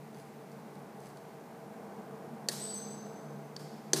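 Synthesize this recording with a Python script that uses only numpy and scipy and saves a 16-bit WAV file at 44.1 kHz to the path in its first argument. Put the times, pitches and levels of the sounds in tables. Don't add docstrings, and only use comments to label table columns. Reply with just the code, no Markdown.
import sys
import numpy as np
from scipy import signal
from scipy.fft import rfft, irfft
from scipy.io import wavfile

SR = 44100
rng = np.random.default_rng(int(sys.argv[2]) if len(sys.argv) > 2 else 0)


def master_out(mix):
    frames = np.transpose(np.atleast_2d(mix))
    ceiling = np.clip(frames, -1, 1)
    pcm = np.round(ceiling * 32767).astype(np.int16)
    wavfile.write(sys.argv[1], SR, pcm)


N = 176400


def undb(db):
    return 10 ** (np.asarray(db) / 20)


def unit_rms(x):
    return x / np.sqrt(np.mean(x ** 2))


def decay(t, t60_s):
    return np.exp(-np.log(1000) * t / t60_s)


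def at_hz(hz, table, column=1):
    table = np.array(table)
    return np.interp(np.log(np.maximum(hz, 1)), np.log(table[:, 0]), table[:, column])


def noise(gain, size=N):
    f = np.fft.rfftfreq(size, 1 / SR)
    return unit_rms(irfft(rfft(rng.standard_normal(size)) * gain(f), size))


def drift(rate_hz):
    return noise(lambda f: np.exp(-(f / rate_hz) ** 2) * (f > 0))


def bands(x, count=20):
    centres_hz = np.geomspace(60, 16000, count)
    spectrum, f = rfft(x), np.fft.rfftfreq(len(x), 1 / SR)
    return [(hz, irfft(spectrum * at_hz(f, np.c_[centres_hz, weights]), len(x)))
            for hz, weights in zip(centres_hz, np.eye(count))]


def add(out, start_s, x):
    i = int(start_s * SR)
    out[i:i + len(x)] += x[:N - i]


# (frequency [Hz], relative density [dB])
AIR_SPECTRUM = [(18, -87), (30, -71), (59, -29.5), (92, -26), (113, -15.5), (132, -7.5), (154, -3),
                (171, -7), (185, -2), (205, -1), (234, 0.5), (253, -13), (281, -7), (364, -8.5),
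                (437, -4.5), (511, -10), (662, -9), (815, -8.5), (928, -12), (1140, -15.5), (1370, -20),
                (1600, -18.5), (3070, -33), (8690, -37), (15000, -39)]
# (frequency [Hz], half-width [Hz], mean level [dB])
DRONE_PEAKS = [(224.3, 7.3, -63.5), (294.3, 9.4, -69.5), (450.5, 14.6, -57), (657.5, 7.4, -61.5),
               (794, 24, -63.5)]
def ventilation(air_db=-49, split_hz=2000, rise_db_per_s=0.5):
    t = np.arange(N) / SR
    air_gain = lambda f: undb(at_hz(f, AIR_SPECTRUM))
    rush = sum(band * undb(0.5 * drift(30)) for hz, band in bands(noise(air_gain)) if hz < split_hz)
    hiss = sum(band for hz, band in bands(noise(air_gain)) if hz >= split_hz)
    drone = sum(undb(db) * noise(lambda f: 1 / (1 + ((f - hz) / width_hz) ** 2))
                for hz, width_hz, db in DRONE_PEAKS)
    swell = undb(-1.12 * drift(1.0) + rise_db_per_s * (t - t.mean()))
    return swell * (undb(air_db) * rush + drone) + undb(air_db) * hiss


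# (time [s], frequency [Hz], rms level [dB])
LOW_HUM = [(0, 145, -58), (1.1, 143, -60), (1.6, 142.9, -88), (2.0, 146, -58), (2.8, 146.1, -57.5),
           (3.17, 147.5, -61.5), (3.3, 145, -51), (3.65, 147, -48.5), (3.8, 148.2, -60),
           (3.92, 148.5, -46.5)]
HIGH_HUM = [(0, 199, -76), (.6, 196, -58.5), (1.2, 202.3, -84), (1.8, 205.2, -52.5), (2.25, 205, -65),
            (2.551, 206, -48), (2.85, 207, -55.5), (3.3, 210.9, -55.5), (3.65, 213, -59.5),
            (4, 213.5, -50.5)]
def motors(waver_hz=2.23, waver_db=3.04):
    t, out = np.arange(N) / SR, np.zeros(N)
    for track in (LOW_HUM, HIGH_HUM):
        times_s, hz, db = np.array(track).T
        phase = 2 * np.pi * np.cumsum(np.interp(t, times_s, hz) + waver_hz * drift(11.8)) / SR
        level_db = np.interp(t, times_s, db) + waver_db * drift(4.9)
        out += np.sqrt(2) * undb(level_db) * np.sin(phase)
    return out


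# (frequency [Hz], relative level [dB], t60 [s])
HALL_BANDS = [(150, -24, 1.8), (300, 7.5, 1.8), (453.5, -10, 1.37), (1010, 2.5, 0.31), (2180, -7, 1.56),
              (4200, -2, 1.51), (6300, -3, 1.52), (8600, -4.5, 0.65), (10800, 4, 0.96), (15000, -7, 0.29)]
def hall(send, gap_s=0.021, build_s=0.012):
    t, out = np.arange(2 * SR) / SR, np.zeros(N)
    tail = sum(band * undb(at_hz(hz, HALL_BANDS)) * decay(t, at_hz(hz, HALL_BANDS, column=2))
               for hz, band in bands(rng.standard_normal(len(t))))
    ceiling = undb(-5) * decay(t, t60_s=0.062)
    tail *= np.minimum(t / build_s, 1) * (1 + ceiling)
    add(out, gap_s, signal.fftconvolve(send, tail) * undb(-2) / np.sqrt(SR / 10))
    return out


# (frequency [Hz], relative level [dB])
GRIT_SPECTRUM = [(1500, 2), (3500, -4), (4300, 1), (4900, 3.5), (5400, -5), (6200, 2), (7000, -7),
                 (7550, 2), (8300, 0), (9900, -5), (10800, -4), (15000, -13)]
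# (time [s], length [s], grit level [dB], singing mode [Hz], mode level [dB])
GLASS_SHIFTS = [(0.145, 0.1, -63.5, 9770, -73.5), (0.994, 0.13, -62.5, 10140, -76)]
def scrapes(grains_per_s=550, scatter_db=0.5, mode_width_hz=60):
    t, f, out = np.arange(N) / SR, np.fft.rfftfreq(N, 1 / SR), np.zeros(N)
    hits = rng.random(N) < grains_per_s / SR
    grain_spectrum = rfft(hits * undb(scatter_db * rng.standard_normal(N)) * rng.choice([-1, 1], N))
    grit = unit_rms(irfft(grain_spectrum * undb(at_hz(f, GRIT_SPECTRUM)), N))
    for start_s, length_s, grit_db, mode_hz, mode_db in GLASS_SHIFTS:
        mode = unit_rms(irfft(grain_spectrum / (1 + 1j * (f - mode_hz) / mode_width_hz) ** 2, N))
        progress = np.clip((t - start_s) / length_s, 0, 1)
        envelope = np.sqrt(np.abs(np.sin(np.pi * progress)))
        out += (undb(grit_db) * grit + undb(mode_db) * mode) * envelope
    return out


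# (time [s], gain [dB], tilt [dB/octave])
FINGER_TICKS = [(0.145, -51.5, 0), (0.517, -51.5, 1), (0.754, -55, 3), (1.003, -52, 10), (1.068, -51, 8),
                (1.171, -48, 0.5)]
def ticks():
    out = np.zeros(N)
    for start_s, db, tilt in FINGER_TICKS:
        add(out, start_s, undb(db) * glass(lambda f: tilt_db(f, tilt), t60_scale=0.65))
    return out


def ring(modes, t, t60_scale=1, colour_db=lambda hz: 0):
    return sum(undb(db + colour_db(hz)) * decay(t, t60_s * t60_scale)
               * np.sin(2 * np.pi * (hz * t + rng.random())) for hz, db, t60_s in modes)


# (frequency [Hz], relative level [dB], t60 [s])
CUTTER_MODES = [(2300, -14, .007), (3200, -7, .007), (4330, -4, .014), (4635, -0.5, 0.017),
                (5090, -5, .018), (5370, -2.5, 0.017), (8650, -14, .03), (9350, -16, .018)]
# (time [s], gain [dB])
CUTTER_CONTACTS = [(3.5643, -36.5), (3.5669, -51)]
def cutter(attack_s=0.0003):
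    t, out = np.arange(SR // 4) / SR, np.zeros(N)
    for start_s, db in CUTTER_CONTACTS:
        add(out, start_s, undb(db) * np.minimum(t / attack_s, 1) * ring(CUTTER_MODES, t))
    return out


# (peak time [s], frequency [Hz], level [dB], rise [s], fall [s],
# octave re fundamental [dB], waver [Hz])
EDGE_SQUEALS = [(2.643, 8062, -38.5, 0.035, 0.034, -32, 7.5), (2.66, 12750, -68, .03, .025, -32, 30),
                (2.705, 7896, -42, 0.012, 0.06, -32, 12.3), (2.71, 4640, -53.5, 0.041, 0.022, -32, 70),
                (2.745, 7868, -47, 0.026, .012, -32, 7.3), (2.755, 14100, -68, .025, .03, -32, 50),
                (2.775, 6185, -45.5, 0.017, 0.024, -13.5, 12.6),
                (2.785, 8058, -45.5, 0.045, 0.0071, -32, 7.7), (2.82, 6235, -52, 0.023, 0.055, -28, 31),
                (3.04, 6200, -59, 0.039, 0.013, -32, 26)]
def squeals(roughness_db=1.7):
    t, out = np.arange(N) / SR, np.zeros(N)
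    for peak_s, hz, db, rise_s, fall_s, octave_db, waver_hz in EDGE_SQUEALS:
        swell = np.exp(-0.5 * ((t - peak_s) / np.where(t < peak_s, rise_s, fall_s)) ** 2)
        phase = 2 * np.pi * np.cumsum(hz + waver_hz * drift(58)) / SR
        octave = undb(octave_db) * np.sin(2 * phase) * (2 * hz < SR / 2)
        out += undb(db + roughness_db * drift(150)) * swell * (np.sin(phase) + octave)
    return out


# (frequency [Hz], relative level [dB], t60 [s])
BENCH_MODES = [(147, -29, 0.035), (242, -10, 0.08), (334, -5.5, 0.083), (373, 0.5, 0.06), (506, -11, 0.025),
               (664, -15, 0.027), (820, -23, 0.016), (1076, -23, 0.092), (1270, -22, 0.033)]
def bench(attack_s=0.0034, low_cut_hz=145):
    t = np.arange(SR // 4) / SR
    thump = np.minimum(t / attack_s, 1) * ring(BENCH_MODES, t)
    return signal.sosfilt(signal.butter(4, low_cut_hz, "high", fs=SR, output="sos"), thump)


# (frequency [Hz], relative level [dB])
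RADIATED_SPECTRUM = [(40, -49), (150, -11), (500, -2), (1200, -4), (1750, -4.5), (2400, -8), (3300, -5),
                     (4200, -0.5), (5100, -3), (6200, -2), (7000, -4.5), (8200, -2), (9800, -6),
                     (11500, -9), (15000, -17)]
def radiated_crack(colour_db, size=2048):
    f = np.fft.rfftfreq(size, 1 / SR)
    gain = undb(at_hz(f, RADIATED_SPECTRUM) + colour_db(f + 1) + 23)
    cepstrum = irfft(np.log(gain))
    minimum_phase_window = np.r_[1, np.full(size // 2 - 1, 2), np.zeros(size // 2)]
    return irfft(np.exp(rfft(cepstrum * minimum_phase_window)))


# (frequency [Hz], relative level [dB], base t60 [s])
SHEET_MODES = [(1667, -17, 0.044), (1870, -21, .025), (4270, -18, 0.031), (4556, -5.5, 0.027),
               (5084, 4, 0.0051), (5930, -9, 0.0074), (6150, -0.5, 0.014), (6800, -3, 0.012),
               (7450, -2, 0.013), (8600, -10, 0.019), (10100, -16, 0.025), (11400, -16, 0.014)]
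# (frequency [Hz], relative level [dB])
CRACK_SPECTRUM = [(40, -44), (85, -25), (150, -16), (500, 9.5), (1200, -8.5), (1800, -4), (2500, -12),
                  (3300, -6), (4400, 4), (6300, -8), (8800, -1.5), (11500, -15), (15000, -19)]
def glass(colour_db, t60_scale, attack_s=0.0012):
    t = np.arange(SR // 4) / SR
    burst = noise(lambda f: undb(at_hz(f, CRACK_SPECTRUM) + colour_db(f + 1)), size=len(t))
    crack = burst * undb(-1.5) * decay(t, 0.013 * t60_scale)
    scatter = burst * undb(-16) * decay(t, t60_s=0.11)
    modes = ring(SHEET_MODES, t, t60_scale, colour_db)
    return np.minimum(t / attack_s, 1) ** 2 * (modes + crack + scatter)


def tilt_db(hz, db_per_octave):
    pivot_hz = SHEET_MODES[len(SHEET_MODES) // 2][0]
    return db_per_octave * np.log2(hz / pivot_hz)


# (time [s], glass gain [dB], bench gain [dB], bench lag [s],
# tilt [dB/octave], t60 scale [ratio], hall send [dB], favoured frequency [Hz], boost [dB])
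SHEET_BLOWS = [(2.4859, -20, -42, 0.0064, 1, 1.14, 2.5, 1900, 8),
               (3.5640, -39, -45, 0.0053, -1, 0.93, 7, 4850, 6),
               (3.9326, -13, -19.5, 0.00035, 0.4, 0.76, 2, 5970, 7)]
def blows(favoured_width_octaves=0.13):
    direct, send = np.zeros(N), np.zeros(N)
    for start_s, glass_db, bench_db, lag_s, tilt, t60_scale, send_db, hz, boost_db in SHEET_BLOWS:
        favoured_db = lambda f: boost_db * np.exp(-(np.log2(f / hz) / favoured_width_octaves) ** 2)
        sheet = undb(glass_db) * glass(lambda f: tilt_db(f, tilt) + favoured_db(f), t60_scale)
        thump = undb(bench_db) * bench()
        click = undb(glass_db) * radiated_crack(lambda f: tilt_db(f, tilt) + 0.41 * favoured_db(f))
        add(direct, start_s, sheet)
        add(direct, start_s + lag_s, thump)
        add(send, start_s, undb(send_db) * click)
        add(send, start_s, undb(send_db - 16) * sheet)
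        add(send, start_s + lag_s, undb(send_db) * thump)
    return direct, send


def scene():
    background = ventilation() + motors()
    impacts, send = blows()
    handling = scrapes() + ticks()
    squeal, steel = squeals(), cutter()
    send += handling + undb(2.5) * squeal + undb(-7) * steel
    return (background + impacts + handling + squeal + steel + hall(send))[None]


def record(dry, top_hz=15300):
    return signal.sosfilt(signal.ellip(10, 0.2, 70, top_hz, fs=SR, output="sos"), dry)


dry = scene()
out = record(dry)
master_out(out)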